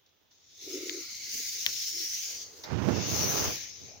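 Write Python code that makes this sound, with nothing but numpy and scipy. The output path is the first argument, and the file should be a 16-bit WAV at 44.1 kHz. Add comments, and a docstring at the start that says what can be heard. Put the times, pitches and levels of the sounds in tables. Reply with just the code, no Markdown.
"""In a quiet room, cloth catches faintly on a hand-held microphone, then is drawn slowly across it:
slipping fibres hiss, the weave rasps upward in pitch, the taut fabric murmurs and pockets in it ring.
Two sharp snaps, like static sparks, come at 0.9 s and 1.7 s. At 2.6 s a fold knocks on the casing;
through a second hissing stroke it drags over the microphone ports and rumbles, first on the right,
then briefly on the left."""
import sys
import numpy as np
from scipy import signal
from scipy.fft import rfft, irfft
from scipy.io import wavfile

SR = 44100
rng = np.random.default_rng(int(sys.argv[2]) if len(sys.argv) > 2 else 0)


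def unload_wav(signal):
    """Save mono or channel-first audio to the path in sys.argv[1] as 16-bit WAV at rate SR, clipped to [-1, 1]."""
    wavfile.write(
        sys.argv[1],
        SR,
        np.round(np.clip(np.atleast_2d(signal).T, -1, 1) * 32767).astype(np.int16),
    )


N = 176400
TIME = np.arange(N) / SR
FREQS = np.maximum(np.arange(N // 2 + 1) * SR / N, 1)
LEAN_SPLIT = np.array([[.5], [-.5]])   # share of a left-minus-right level per side


def from_db(db):
    """Decibels to gain."""
    return 10 ** (np.asarray(db) / 20)


def rms_one(x):
    """Scale to unit power."""
    return x / np.sqrt(np.mean(x ** 2) + 1e-20)


def in_time(rows):
    """Each column of a (seconds, values..) curve at every sample."""
    times_s, *columns = np.transpose(rows)
    return [np.interp(TIME, times_s, column) for column in columns]


def response(points):
    """Gain of a (Hz, dB) table at every frequency."""
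    hz, db = np.transpose(points)
    return from_db(np.interp(np.log(FREQS), np.log(hz), db))


def causal_response(points):
    """Minimum-phase response of a (Hz, dB) table: nothing sounds early."""
    cepstrum = irfft(np.log(response(points)), N)
    return np.exp(rfft(np.r_[cepstrum[0], 2 * cepstrum[1:N // 2]], N))


def lowpass_gain(corner_hz, order):
    """Low-pass response, one half at the corner."""
    return 1 / (1 + (FREQS / corner_hz) ** order)


def filtered(x, gain):
    """Apply a frequency response."""
    return irfft(rfft(x) * gain, N)


def coloured(x, points):
    """Shape noise by a (Hz, dB) table; rms 1."""
    return rms_one(filtered(x, response(points)))


def stereo_noise(likeness):
    """White noise on two channels with correlation `likeness`."""
    common = np.sqrt(likeness) * rng.standard_normal(N)
    return common + np.sqrt(1 - likeness) * rng.standard_normal((2, N))


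def drift(rate_hz):
    """Slow random wander; rms 1."""
    return rms_one(filtered(rng.standard_normal(N), lowpass_gain(rate_hz, order=2)))


def grains(per_s, spread_db):
    """Tiny slips of uneven size at random moments; rms 1."""
    sizes = from_db(spread_db * np.minimum(rng.exponential(1, N), 4))
    signs = rng.choice([-1, 1], N)
    return rms_one(sizes * signs * (rng.random(N) < per_s / SR))


def gate(start_s, end_s, attack_s, release_s):
    """Full from start to end, with exponential skirts outside."""
    return np.exp(-np.maximum(start_s - TIME, 0) / attack_s - np.maximum(TIME - end_s, 0) / release_s)


def bursts(rows, colour, likeness):
    """Abrupt, decaying puffs of noise. Each row: start in seconds, level in dB, decay in seconds."""
    level = sum(from_db(db) * gate(start_s, start_s, .00042, decay_s) for start_s, db, decay_s in rows)
    return level * coloured(stereo_noise(likeness), colour)


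def narrow_noise(hz, width_hz, likeness):
    """Noise in a narrow resonance that follows the pitch curve `hz`; rms 1."""
    in_phase = filtered(stereo_noise(likeness), lowpass_gain(width_hz, order=4))
    quadrature = filtered(stereo_noise(likeness), lowpass_gain(width_hz, order=4))
    phase = 2 * np.pi * np.cumsum(hz) / SR
    return rms_one(in_phase * np.cos(phase) + quadrature * np.sin(phase))


def room_tone():
    """Steady noise of the still room."""
    # Each row: frequency in Hz, relative level in dB.
    colour = [(25, -10), (50, -5), (90, 7), (200, -6), (450, -29.5), (800, -10), (2200, -6.5), (3400, 2.5),
              (4500, -6.5), (6300, -3.5), (8000, -15), (12000, -5), (15500, 5.5)]
    return from_db(-60.5) * coloured(stereo_noise(likeness=.1), colour)


def hand_rumble():
    """The holding hand rumbles through the casing."""
    # Each row: time in seconds, level in dB.
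    curve = [(0, -78), (.55, -69), (.66, -59.5), (2.15, -58.5), (2.3, -72), (4, -67)]
    # Each row: frequency in Hz, relative level in dB.
    colour = [(25, -29), (50, -12), (85, 3), (170, -4), (400, -6), (700, -15), (1500, -15.5), (4000, -16)]
    return from_db(in_time(curve)[0]) * coloured(stereo_noise(likeness=.45), colour)


def catches():
    """The cloth catches and lets go in bright ticks."""
    # Each row: start in seconds, level in dB, decay in seconds.
    ticks = [(.062, -58, .012), (.092, -64, .008), (.164, -73, 0.015), (.312, -57, 0.041),
             (2.637, -33, 0.015)]
    # Each row: frequency in Hz, relative level in dB.
    colour = [(200, -58), (800, -11), (2200, 2.5), (2900, -22), (3500, 13), (4700, 9), (6500, 10),
              (8000, -26.5), (15000, 7)]
    return bursts(ticks, colour, likeness=.39)


def gap_reflection(x):
    """A wandering echo between cloth and casing combs the hiss."""
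    delay_s = .001368 + .00004 * drift(rate_hz=9)
    return x + .081 * np.array([np.interp(TIME - delay_s, TIME, side) for side in x])


def creases(x, swing_db, rate_hz):
    """Creases come and go: narrow bands of the hiss swell and fade independently; rms 1."""
    spectrum = rfft(x)
    centres_hz, spacing_hz = np.linspace(1600, 6800, 14, retstep=True)
    for hz in centres_hz:
        band = irfft(spectrum * np.maximum(1 - np.abs(FREQS - hz) / spacing_hz, 0), N)
        x = x + band * (from_db(swing_db * drift(rate_hz)) - 1)
    return rms_one(x)


def stroke(curve, colour, lean, gain_db, treble_gain_db, flutter_db, fade_s):
    """Fibres slip by the thousand: a hiss that grows brighter as the cloth runs faster."""
    level_db, treble_db = in_time(curve)
    fibres = np.array([grains(per_s=4600, spread_db=7) for side in range(2)])
    friction = stereo_noise(likeness=.15) + .3 * fibres
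    hiss = coloured(gap_reflection(friction), colour)
    hiss = creases(hiss, swing_db=2.46, rate_hz=7)
    hiss = filtered(hiss, response(lean) ** LEAN_SPLIT)
    treble = filtered(hiss, 1 - lowpass_gain(corner_hz=7540, order=30))
    hiss = hiss - treble + treble * from_db(treble_db + treble_gain_db)
    level = from_db(level_db + gain_db + flutter_db * drift(rate_hz=23))
    return hiss * level * gate(curve[0][0], curve[-1][0], attack_s=.0056, release_s=fade_s)


def first_stroke():
    """The long pull of cloth, hissing near the centre."""
    # Each row: time in seconds, level in dB before gain_db, treble in dB before treble_gain_db.
    curve = [(.31, -72, -23), (.43, -64, -26.5), (.57, -56.5, -20), (.63, -47, -18), (.74, -42.5, -14),
             (.93, -42.5, -16.5), (1.15, -43.5, -17), (1.24, -41, -18), (1.34, -39, -11),
             (1.58, -36.5, -14.5), (2.22, -37, -14), (2.34, -38.5, -16.5), (2.43, -41.5, -20),
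             (2.46, -50, -20.5), (2.62, -54.5, -13)]
    # Each row: frequency in Hz, relative level in dB.
    colour = [(600, -62), (1100, -39), (1550, -19), (2100, -8.5), (2800, -8.5), (3800, -5), (5100, 2),
              (6400, 4), (7500, -1.5), (11000, 0.5), (15500, 3.5)]
    # Each row: frequency in Hz, left minus right in dB.
    lean = [(2000, -2), (4000, 0.5), (5200, 2.5), (6400, 2.5), (8000, -1.5), (15000, -1)]
    return stroke(curve, colour, lean, gain_db=10.5, treble_gain_db=14, flutter_db=1.08, fade_s=.092)


def weave_rasp():
    """The rasp of the weave rises in pitch as the cloth speeds up."""
    # Each row: time in seconds, pitch in Hz, level in dB.
    curve = [(0.351, 3500, -79), (.62, 3670, -55.5), (0.849, 3850, -50), (1.0, 4244, -48.5),
             (1.25, 4380, -45.5), (1.4, 4960, -43), (1.65, 5150, -45), (2.03, 5575, -35), (2.2, 6020, -37),
             (2.379, 5870, -56), (2.5, 5800, -80)]
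    hz, db = in_time(curve)
    level = from_db(db) * gate(curve[0][0], curve[-1][0], attack_s=.025, release_s=.025)
    return level * narrow_noise(hz, width_hz=380, likeness=.39)


def murmurs():
    """Uneven slips stir low, broad resonances of the taut cloth."""
    # Each row: start in seconds, length in seconds, level in dB, change over the length in dB, pitch in Hz.
    resonances = [(0.671, 0.032, -46, 1.5, 366), (0.67, .04, -62.5, 2.5, 560),
                  (0.749, 0.27, -38, -9.5, 344.5), (0.757, 0.225, -53, -8, 496),
                  (1.278, 0.13, -66.5, 7, 410), (1.373, 0.04, -51, -14, 240.5),
                  (1.53, 0.053, -70.5, 8.5, 402), (1.932, 0.087, -60, 9, 348),
                  (2.275, 0.32, -72, 15.5, 423), (2.98, 0.049, -60, 4, 360), (3.833, 0.14, -62.5, -1, 436),
                  (3.898, .07, -62, 7, 680)]
    width_octaves = .23
    slips = grains(per_s=220, spread_db=.4) + .51 * stereo_noise(likeness=.46)
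    out = 0
    for start_s, length_s, db, change_db, hz in resonances:
        level = from_db(db + change_db * np.clip((TIME - start_s) / length_s, 0, 1))
        band = np.exp(-.5 * (np.log2(FREQS / hz) / width_octaves) ** 2)
        ring = rms_one(filtered(slips, band))
        out = out + level * gate(start_s, start_s + length_s, attack_s=.022, release_s=.022) * ring
    return out


def pockets():
    """Pockets between the folds ring with the friction."""
    # Each row: start in seconds, length in seconds, level in dB, pitch in Hz, left minus right in dB.
    rings = [(0.707, 0.393, -64, 1373, -1), (0.697, .88, -54.5, 2183, -1.5), (1.888, 0.25, -67, 1667, 0),
             (2.946, 0.14, -53, 2071, -1), (2.94, 0.21, -49.5, 2705, 2), (3.54, 0.12, -59, 1780, -12.5)]
    wander_hz = 45.26
    out = 0
    for start_s, length_s, db, hz, lean_db in rings:
        level = from_db(db + lean_db * LEAN_SPLIT)
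        ring = narrow_noise(hz + wander_hz * drift(rate_hz=9), width_hz=180, likeness=.37)
        out = out + level * gate(start_s, start_s + length_s, attack_s=.025, release_s=.025) * ring
    return out


def snaps():
    """Single sharp pulses that ring briefly, with a faint tail from the room."""
    # Each row: time in seconds, left level in dB before colour, right minus left in dB, right lag in seconds.
    sparks = [(0.8958, 4.5, -4, .00045), (1.6643, 15.5, -6, 0.0002)]
    # Each row: frequency in Hz, gain in dB.
    colour = [(200, -23), (800, -22), (1250, -20.5), (1700, -5), (2100, 2), (2600, -3.5), (3400, 5),
              (4500, -4), (6500, -8.5), (9000, -13), (13000, -6), (15500, -2)]
    # Each row: frequency in Hz, relative level in dB.
    tail_colour = [(500, 11.5), (1100, 18), (1700, 8), (4000, -18), (12000, -3)]
    tail_db, tail_t60_s = -12.5, .15
    pulses = np.zeros((2, N))
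    for start_s, db, right_db, lag_s in sparks:
        pulses[0, int(start_s * SR)] = from_db(db)
        pulses[1, int((start_s + lag_s) * SR)] = from_db(db + right_db)
    direct = filtered(pulses, causal_response(colour))
    tail = coloured(stereo_noise(likeness=0), tail_colour) * from_db(-60 * TIME / tail_t60_s)
    tail /= np.sqrt(np.sum(tail ** 2) / 2)
    return direct + from_db(tail_db) * signal.fftconvolve(direct, tail, axes=1)[:, :N]


def bumps():
    """Soft, low bumps on the casing."""
    # Each row: start in seconds, level in dB, decay in seconds.
    hits = [(1.668, -53, 0.075), (2.37, -66, 0.017)]
    # Each row: frequency in Hz, relative level in dB.
    colour = [(25, -20), (75, 15), (200, 1), (500, 6), (1000, -37), (3000, -45)]
    return bursts(hits, colour, likeness=.67)


def port_drag(curve, colour, slips_per_s, smooth_share, flutter_db):
    """The weave plucks the rim of one port in uneven slips."""
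    slips = grains(slips_per_s, spread_db=1.5) + smooth_share * rng.standard_normal(N)
    return coloured(slips, colour) * from_db(in_time(curve)[0] + flutter_db * drift(rate_hz=75))


def fold_drag():
    """A fold rumbles over both ports and scrapes the right one."""
    # Each row: time in seconds, level in dB.
    left_curve = [(2.1, -80), (2.35, -58.5), (2.65, -61), (2.75, -52), (3.05, -54.5), (3.3, -52),
                  (3.38, -45.5), (3.45, -37), (3.49, -34), (3.55, -47.5), (3.63, -59), (4, -58.5)]
    right_curve = [(2.2, -97), (2.3, -88), (2.6, -98), (2.665, -55), (2.72, -27.5), (2.82, -26.5),
                   (2.89, -17), (2.94, -23.5), (3.0, -24.5), (3.04, -31), (3.2, -26.5), (3.32, -32),
                   (3.42, -33), (3.52, -39), (3.6, -53), (3.76, -67), (3.83, -46), (3.9, -56), (4, -57)]
    scrape_curve = [(2.2, -71), (2.3, -56), (2.6, -56), (2.66, -43.5), (2.72, -34.5), (2.82, -34.5),
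                    (2.89, -32.5), (2.96, -35), (3.05, -37.5), (3.2, -33.5), (3.42, -28.5), (3.51, -35.5),
                    (3.59, -58), (3.75, -63.5), (4, -63)]
    # Each row: frequency in Hz, relative level in dB.
    left_colour = [(25, -42), (40, -35), (55, -16), (80, 2.5), (130, -8.5), (200, -15), (400, -13),
                   (700, -24), (2000, -21.5), (6000, -65)]
    right_colour = [(25, -50), (42, -40), (60, -19), (80, 3.5), (130, 2), (200, -2), (350, -6), (600, -14),
                    (1200, -25), (4000, -37.5)]
    scrape_colour = [(150, -12), (400, 1.5), (800, -5), (1400, -8), (2400, -14), (4000, -19.5), (7000, -24),
                     (15000, -47)]
    left = port_drag(left_curve, left_colour, slips_per_s=760, smooth_share=.57, flutter_db=-.5)
    right = port_drag(right_curve, right_colour, slips_per_s=700, smooth_share=.6, flutter_db=.16)
    scrape = port_drag(scrape_curve, scrape_colour, slips_per_s=900, smooth_share=1, flutter_db=1)
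    return np.array([left, right + scrape])


def fold_knock():
    """The fold knocks against the casing as it arrives."""
    # Each row: start in seconds, level in dB, decay in seconds.
    hits = [(2.64, -42, 0.07)]
    # Each row: frequency in Hz, relative level in dB.
    colour = [(200, -13), (500, -4), (850, 6), (1400, -9), (2100, 5), (2450, -12), (2780, -10), (3300, -23),
              (4050, -6), (5000, 1), (9000, -19)]
    return bursts(hits, colour, likeness=.14)


def second_stroke():
    """The shorter, louder pull; its hiss leans left around 6 kHz."""
    # Each row: time in seconds, level in dB before gain_db, treble in dB before treble_gain_db.
    curve = [(2.72, -64, -36), (2.822, -55, -19), (3.048, -34, -27), (3.1, -34, -18), (3.296, -33, -13),
             (3.496, -32, -17.5), (3.736, -48, -29), (3.828, -47, -28.5), (3.984, -54.5, -29),
             (4.0, -62, -21)]
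    # Each row: frequency in Hz, relative level in dB.
    colour = [(600, -18.5), (1200, -32), (1700, -20.5), (2200, -8.5), (3000, -7.5), (4200, -5.5), (5300, 0),
              (6300, 2), (7500, -9), (11000, 1), (15500, 4.5)]
    # Each row: frequency in Hz, left minus right in dB.
    lean = [(2000, -6), (4000, 0), (5200, 2), (6300, 12), (8000, -3), (15000, -7)]
    return stroke(curve, colour, lean, gain_db=11.5, treble_gain_db=14, flutter_db=.83, fade_s=.1)


def scene():
    """Two strokes of cloth with their small noises, over a quiet room."""
    hiss = first_stroke() + second_stroke()
    small_noises = snaps() + catches() + bumps()
    background = hand_rumble() + room_tone()
    cloth = fold_knock() + weave_rasp() + pockets() + murmurs() + fold_drag()
    return hiss + small_noises + background + cloth


def record(dry):
    """The microphone dulls the upper treble; the top is cut at 16 kHz."""
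    # Each row: frequency in Hz, gain in dB.
    mic_colour = [(6700, -2), (7400, -14), (8000, -15.5), (14000, -20.5), (14900, -6), (16000, -19.5)]
    return filtered(dry, response(mic_colour) * lowpass_gain(corner_hz=16000, order=300))


dry = scene()
out = record(dry)
unload_wav(out)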